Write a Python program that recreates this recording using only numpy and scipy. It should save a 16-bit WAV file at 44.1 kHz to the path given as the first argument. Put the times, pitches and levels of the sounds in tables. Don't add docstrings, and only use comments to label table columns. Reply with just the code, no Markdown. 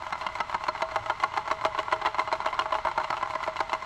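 import sys
import numpy as np
from scipy import signal
from scipy.fft import rfft, irfft, next_fast_len
from scipy.io import wavfile

SR = 44100
rng = np.random.default_rng(int(sys.argv[2]) if len(sys.argv) > 2 else 0)


def file_out(sig):
    cols = np.atleast_2d(sig).T
    lim = np.clip(cols, -1, 1)
    pcm = np.round(lim * 32767).astype(np.int16)
    wavfile.write(sys.argv[1], SR, pcm)


def gain_from_db(level_db):
    decades = np.asarray(level_db, float) / 20
    return 10 ** decades


N = 169785

# (time [s], peak [dB], boom of the dish modes near 630 Hz [dB], brightness [dB], chink
# of the disc's 3 kHz modes [dB])
MAIN_KNOCKS = [(0.125, -16, -20, -2.5, 1.5), (0.265, -14.5, -13, 0, 6.5), (0.403, -12.5, -12, -3, 3.5),
               (0.544, -12.5, -8, -4.5, 1), (0.683, -11, 3.5, 0, -4), (0.82, -13, 2, -0.5, 2),
               (0.959, -12.5, 2, -3.5, 3.5), (1.098, -11.5, -5, -9.5, 8), (1.236, -9.5, -9.5, -1, 1.5),
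               (1.374, -10.5, -8.5, -3.5, -3), (1.512, -10.5, 4.5, 0, -0.5), (1.65, -10, 4.5, -1, 1),
               (1.787, -11, 2.5, 0.5, 8), (1.924, -8.5, 4, -1.5, 5), (2.058, -10, -2, 4.5, 8.5),
               (2.193, -11.5, -9.5, -0.5, 3.5), (2.326, -11.5, 4, 2, -8), (2.459, -11, 2, 0, 1),
               (2.591, -10, -5.5, 1.5, 6), (2.722, -12, 1, -5.5, 6.5), (2.85, -13, 1.5, -3.5, 4.5),
               (2.977, -12.5, -3.5, -7, 3), (3.103, -13, -12, -1.5, -3), (3.227, -13.5, -11, -7, 3.5),
               (3.352, -15, 4, -2.5, -13), (3.476, -11.5, 6, -6, -6), (3.604, -10.5, -2, -1.5, -1),
               (3.731, -11.5, -2, 3.5, 2.5)]
# (time [s], peak [dB])
DESK_THUD = [
    (0, -38.5),
    (.6, -37.5),
    (1.1, -48.5),
    (1.7, -52.5),
    (2.6, -52.5),
    (3.0, -38.5),
    (3.85, -46.5),
]


def rms_one(x):
    return x / np.sqrt(np.mean(x ** 2) + 1e-20)


def coloured(points, white):
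    size = white.shape[-1]
    hz, db = np.transpose(points)
    axis = np.maximum(np.arange(size // 2 + 1) * SR / size, 1)
    gain = gain_from_db(np.interp(np.log(axis), np.log(hz), db))
    return rms_one(irfft(rfft(white) * gain, size))


def drift(rate_hz):
    r = np.exp(-2 * np.pi * rate_hz / SR)
    wander = signal.lfilter([1], [1, -2 * r, r * r], rng.standard_normal(N + SR))
    return rms_one(wander[SR:])


def ring(clicks, hz, t60):
    r = gain_from_db(-60 / (t60 * SR))
    w = 2 * np.pi * hz / SR
    return signal.lfilter([0, np.sin(w)], [1, -2 * r * np.cos(w), r * r], clicks + 1e-18)


def all_modes():
    # (frequency [Hz], level [dB], t60 [s])
    dish = [(363.2, -18.5, 0.11), (434, -15.5, 0.11), (636.8, -1.5, 0.13), (839.6, -9, 0.16),
            (913, -2.5, 0.077), (1006.6, 8, 0.024), (1067, 4.5, 0.043), (1247, -1.5, 0.033),
            (1356, -5.5, 0.083), (1438, -5, 0.039), (1652, -14, 0.067), (2053, 4, 0.023), (2740, -31, 0.01),
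            (613, -6, 0.039)]
    # (frequency [Hz]), (level [dB]), (t60 [s])
    disc_hz = [2200, 2680, 2930, 3200, 4100, 4280, 5480, 6300, 6550, 7600, 9000]
    disc_db = [-20, -14.5, -11, -16.5, -11, -15.5, -17.5, -19, -26, -20.5, -28]
    disc_t60 = [.025, .035, .03, .03, .035, .03, .025, .02, .03, .022, .015]
    return dish + list(zip(disc_hz, disc_db, disc_t60))


def room_tone():
    AIR_DB, HUM_HZ, HUM_WIDTH_HZ = -54, 107.3, 5.1
    # (frequency [Hz], level [dB per Hz])
    air_colour = [(20, -5), (45, 1.5), (100, -2.5), (200, -9), (500, -24.5), (11000, -70), (15700, -93)]
    # (time [s], level [dB])
    hum_level = [
        (0, -73),
        (.8, -72),
        (1.0, -51),
        (1.3, -60.5),
        (1.7, -55.5),
        (2.1, -60),
        (3.85, -70),
    ]
    hum = ring(rng.standard_normal(N), HUM_HZ, np.log(1000) / np.pi / HUM_WIDTH_HZ)
    hum_db = np.interp(np.arange(N) / SR, *np.transpose(hum_level))
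    air = gain_from_db(AIR_DB) * coloured(air_colour, rng.standard_normal(N))
    return air + gain_from_db(hum_db) * rms_one(hum)


def rolling():
    GRAINS_PER_S, GRAIN_SPREAD_DB, GRIT_CUT_HZ = 1200, 3.5, 12000
    LUMPS_DB, LUMPS_PER_S = 1.2, 60
    RUMBLE_DB, RUMBLE_SWING_DB, RUMBLE_TURN = -0.43, -0.5, 0.037
    HISS_DB, HISS_SWING_DB, HISS_TURN = -6.5, 1.5, 0.055
    SHEEN_DB, SHEEN_SWING_DB, SHEEN_TURN = -26, 4.5, 0.027
    # (time [s], level [dB])
    rim_pressure = [
        (0.0, -41.5),
        (3.53, -40.5),
        (3.85, -41),
    ]
    # (time [s], count [turns])
    wobble_count = [(-.08, -1), (1.226, 8), (2.072, 14), (3.303, 23), (3.876, 27)]
    # (frequency [Hz], level [dB per Hz])
    rim_colour = [(300, -43), (520, -55), (1000, -12.5), (1850, -25.5), (3500, -27), (8800, -49.5),
                  (15700, -89)]
    # (frequency [Hz], level [dB per Hz])
    sheen_colour = [(3000, -42), (5000, -8.5), (7600, -8.5), (8600, -19.5), (12000, -19), (15700, -37)]

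    t = np.arange(N) / SR
    turn = np.interp(t, *np.transpose(wobble_count))

    def swell(phase):
        return np.cos(2 * np.pi * (turn - phase))

    rumble = 0
    for hz, db, t60 in all_modes():
        sizes = gain_from_db(GRAIN_SPREAD_DB * np.minimum(rng.exponential(1, N), 4)) * rng.choice([-1, 1], N)
        grains = sizes * (rng.random(N) < GRAINS_PER_S / SR)
        rumble = rumble + gain_from_db(db) * ring(grains, hz, t60)
    rumble = signal.sosfilt(signal.butter(2, GRIT_CUT_HZ, fs=SR, output="sos"), rumble)
    lumps_db = LUMPS_DB * drift(LUMPS_PER_S)
    rumble = rms_one(rumble) * gain_from_db(RUMBLE_DB + lumps_db + RUMBLE_SWING_DB * swell(RUMBLE_TURN))
    hiss_db = HISS_DB + .5 * lumps_db + HISS_SWING_DB * swell(HISS_TURN)
    hiss = coloured(rim_colour, rng.standard_normal(N)) * gain_from_db(hiss_db)
    sheen_db = SHEEN_DB + 1.5 * drift(25) + SHEEN_SWING_DB * swell(SHEEN_TURN)
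    sheen = coloured(sheen_colour, rng.standard_normal(N)) * gain_from_db(sheen_db)
    return gain_from_db(np.interp(t, *np.transpose(rim_pressure))) * (rumble + hiss + sheen)


def knocks(rows, rattle_db, crack_db):
    RATTLE_GAP_S, RATTLE_JITTER, CONTACT_S = .0027, .2, 0.0003
    MODE_SPREAD_DB, DETUNE = 2.8, 0.022
    CRACK_T60_S, CRACK_FADE_DB = 0.008, 3.5
    LOAD_SHIFT_DB, LOAD_SHARES = -48.5, [0.067, 1]
    # (frequency [Hz], level [dB per Hz])
    crack_colour = [(200, -6.5), (500, -21), (1000, -7), (2000, -20.5), (4000, -24), (7800, -41.5),
                    (11000, -49.5), (15700, -56)]

    out = np.zeros(N + SR)
    t = np.arange(SR // 7) / SR
    early = SR // 1000
    hz, db, t60 = np.transpose(all_modes())[:, :, None]
    fade_out = np.minimum(1, 4 - 4 * t / t[-1])
    decays = gain_from_db(db - 60 * t / t60) * (1 - np.exp(-t / CONTACT_S)) * fade_out
    slow = hz[:, 0] < 700
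    detune = DETUNE * np.where(slow, .3, 1)[:, None]
    spread_db = MODE_SPREAD_DB * np.where(slow, .5, 1)
    for s, peak_db, boom_db, bright_db, chink_db in rows:
        modes = decays * np.sin(2 * np.pi * hz * t * (1 + detune * rng.standard_normal(hz.shape)))
        boom = boom_db * (np.abs(hz - 630) < 100)
        chink = 1.4 * chink_db * (np.abs(hz - 2900) < 450)
        colour_db = (boom + bright_db * (hz > 1900) + chink)[:, 0].astype(float)
        thud_db = np.interp(s, *np.transpose(DESK_THUD))
        colour_db[:2] += np.multiply(LOAD_SHARES, LOAD_SHIFT_DB - thud_db)
        blow, puff = np.zeros((2, 8192))
        for k, contact_db in enumerate(rattle_db):
            lag = early + int(RATTLE_GAP_S * SR * k * (1 + RATTLE_JITTER * rng.uniform(-1, 1)))
            strike_db = np.where(slow, 5.0, contact_db) + spread_db * rng.standard_normal(len(hz))
            puff[lag:lag + len(t)] += gain_from_db(contact_db - CRACK_FADE_DB * k - 60 * t / CRACK_T60_S)
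            struck = ~slow | (k == 1)
            blow[lag:lag + len(t)] += (gain_from_db(strike_db + colour_db) * struck) @ modes
        crack = coloured(crack_colour, puff * rng.standard_normal(len(puff)))
        blow += gain_from_db(crack_db + bright_db - 24) * crack
        blow[early + len(t) + 600:] = 0
        i = int(s * SR) - early
        out[i:i + len(blow)] += gain_from_db(peak_db) * blow / np.abs(blow).max()
    return out[:N]


def rocking():
    FAR_BOOM_DB, FAR_CHINK_DB, LIGHT_BOOM_DB, LIGHT_BRIGHT_DB = 7, 3.5, -11.5, -5
    CRACK_DB, SOFT_CRACK_DB, TICK_CRACK_DB = 11, -7.5, 9
    MAIN_RATTLE_DB, FAR_RATTLE_DB = [-0.5, 0.5, -2, -17], [14, 8.5, 4, -13]
    LIGHT_RATTLE_DB, TICK_RATTLE_DB = [1.5, -6.5, -12, -13], [1, -3]
    # (time [s], peak [dB], chink [dB])
    rim_ticks = [(.023, -23, -8), (.106, -25.5, -6), (.135, -28, -4), (.178, -28, -8), (.216, -29, 14),
                 (.223, -25, 0), (.234, -30, -4), (.288, -24, 3), (.365, -26, 1), (.375, -31, -1),
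                 (.516, -28, 5), (.76, -22.5, -2), (.919, -27, 1), (1.038, -31, -10), (1.255, -36, -11),
                 (1.32, -29, 15), (1.391, -29, -3), (1.482, -19.5, -6), (1.527, -21.5, 7), (1.618, -27, -4),
                 (1.663, -19, 5), (1.8, -18.5, 2), (1.83, -26, -5), (1.961, -24, -3), (2.02, -20.5, -4),
                 (2.087, -27.5, 9), (2.153, -32, 8), (2.206, -19, 3), (2.287, -24, 7), (2.338, -20, -6),
                 (2.416, -27, -4), (2.424, -26.5, -12), (2.472, -20.5, 10), (2.542, -22.5, -9),
                 (2.551, -25.5, -6), (2.566, -30, -5), (2.61, -18.5, 6), (2.868, -23, 6), (2.998, -23, 9),
                 (3.037, -25, -5), (3.168, -23, 10), (3.252, -28, -4), (3.3, -21.5, -4),
                 (3.429, -18.5, 3.5), (3.491, -31, -8), (3.559, -21, -4)]
    # (time [s], peak [dB], chink [dB])
    rebounds = [(.035, -25.5, -3), (.154, -23, 0), (0.609, -26, -4), (.75, -22, -2), (.888, -23.5, -11),
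                (1.025, -31, -6), (1.119, -29, -2), (1.176, -31, -4), (1.935, -19, 11), (2.071, -14, -8),
                (2.217, -22.5, 4), (2.353, -22.5, 2), (2.485, -19.5, 9.5), (2.619, -17, 9),
                (2.752, -14.5, 7.5), (2.871, -13.5, -1), (3.002, -15, -8), (3.015, -21, 2),
                (3.128, -15, -8), (3.142, -21, -6), (3.258, -23, -11), (3.274, -21, -6), (3.404, -25, 3),
                (3.53, -32, -8), (3.749, -19, -8)]
    # (time [s], peak [dB], brightness [dB])
    far_knocks = [(0.066, -21.5, 1), (0.211, -22.5, 3.5), (0.353, -22, 4), (0.496, -22.5, -0.5),
                  (0.638, -19, 4), (0.777, -26.5, 5), (0.912, -24.5, -0.5), (1.06, -22, 1), (1.2, -22, 3),
                  (1.339, -22.5, 1.5), (1.476, -19.5, -2), (1.611, -23.5, -0.5), (1.748, -19.5, -2.5),
                  (1.882, -18.5, -7), (2.015, -21, -2), (2.145, -19.5, -4), (2.275, -19.5, -3),
                  (2.403, -17.5, 0.5), (2.528, -20.5, 0.5), (2.657, -17.5, -8), (2.785, -20, -5.5),
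                  (2.914, -20.5, -1.5), (3.043, -18.5, -0.5), (3.176, -24, 2), (3.306, -23, 3.5),
                  (3.436, -23.5, 11), (3.566, -23.5, 14), (3.695, -23, 6), (3.823, -24.5, 0)]
    # (time [s], peak [dB], chink [dB])
    touches = [(0.247, -25, -8), (0.387, -24.5, -6), (0.527, -20.5, -1), (.667, -21.5, -8),
               (0.808, -21, -4), (0.947, -29, -2), (1.087, -27, 4), (1.227, -17.5, 9), (1.365, -20, 10),
               (1.503, -20.5, 6), (1.64, -19, 4), (1.778, -20, 6), (1.915, -21, 8), (2.05, -15, 4),
               (2.184, -15, 3), (2.317, -18, -4), (2.448, -23, -9), (2.578, -25, -4), (2.707, -22.5, -2),
               (2.742, -18, 9.5), (2.884, -19, -4), (3.085, -29, -7), (3.212, -21, -6), (3.336, -20, -2),
               (3.464, -24, -10), (3.591, -20, -5), (3.72, -21.5, -4)]

    def lightly(rows):
        return [(s, db, LIGHT_BOOM_DB, LIGHT_BRIGHT_DB, chink) for s, db, chink in rows]

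    far = [(s, db, FAR_BOOM_DB, bright, FAR_CHINK_DB) for s, db, bright in far_knocks]
    soft_db = CRACK_DB + SOFT_CRACK_DB
    out = knocks(MAIN_KNOCKS, MAIN_RATTLE_DB, CRACK_DB)
    out = out + knocks(far, FAR_RATTLE_DB, soft_db)
    out = out + knocks(lightly(touches + rebounds), LIGHT_RATTLE_DB, soft_db)
    return out + knocks(lightly(rim_ticks), TICK_RATTLE_DB, soft_db + TICK_CRACK_DB)


def radiate(x):
    LOW_CUT_HZ, HOLLOW_HZ, HOLLOW_WIDTH_HZ, SOFT_HZ = 339, 508.7, 156, 12600
    x = signal.sosfilt(signal.butter(4, LOW_CUT_HZ, "high", fs=SR, output="sos"), x)
    x = signal.sosfilt(signal.butter(2, SOFT_HZ, fs=SR, output="sos"), x)
    return signal.lfilter(*signal.iirnotch(HOLLOW_HZ, HOLLOW_HZ / HOLLOW_WIDTH_HZ, SR), x)


def thuds():
    THUD_HZ, THUD_T60_S, THUD_RISE_S = 194, 0.051, 0.00053
    out = np.zeros(N + SR)
    t = np.arange(SR // 5) / SR
    envelope = gain_from_db(-60 * t / THUD_T60_S) * (1 - np.exp(-t / THUD_RISE_S))
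    thud = envelope * np.sin(2 * np.pi * THUD_HZ * t)
    for s in np.array(MAIN_KNOCKS)[:, 0]:
        i = int(s * SR)
        out[i:i + len(t)] += gain_from_db(np.interp(s, *np.transpose(DESK_THUD))) * thud
    return out[:N]


def room(x):
    ROOM_T60_S, WALL_CUT_HZ = 0.22, 960
    size = next_fast_len(N + SR)
    w = 2 * np.pi * np.arange(size // 2 + 1) / size
    dull = 1 / (1 + 1j * w * SR / (2 * np.pi * WALL_CUT_HZ))
    echoes = 0
    for lag in rng.uniform(.011, .04, 8):
        loop = gain_from_db(-60 * lag / ROOM_T60_S) * dull * np.exp(-1j * w * lag * SR)
        echoes = echoes + loop / (1 - loop)
    return irfft(rfft(x, size) * echoes, size)[:N]


def scene():
    ROOM_DB = -22
    desk = radiate(rocking() + rolling()) + thuds()
    return (desk + gain_from_db(ROOM_DB) * room(desk) + room_tone())[None]


def roll_off(x):
    return signal.sosfilt(signal.butter(12, 15700, fs=SR, output="sos"), x)


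def record(dry):
    CUTOFF_HZ = 15950
    mix = signal.sosfilt(signal.cheby2(20, 40, CUTOFF_HZ, fs=SR, output="sos"), dry)
    return roll_off(mix)


dry = scene()
out = record(dry)
file_out(out)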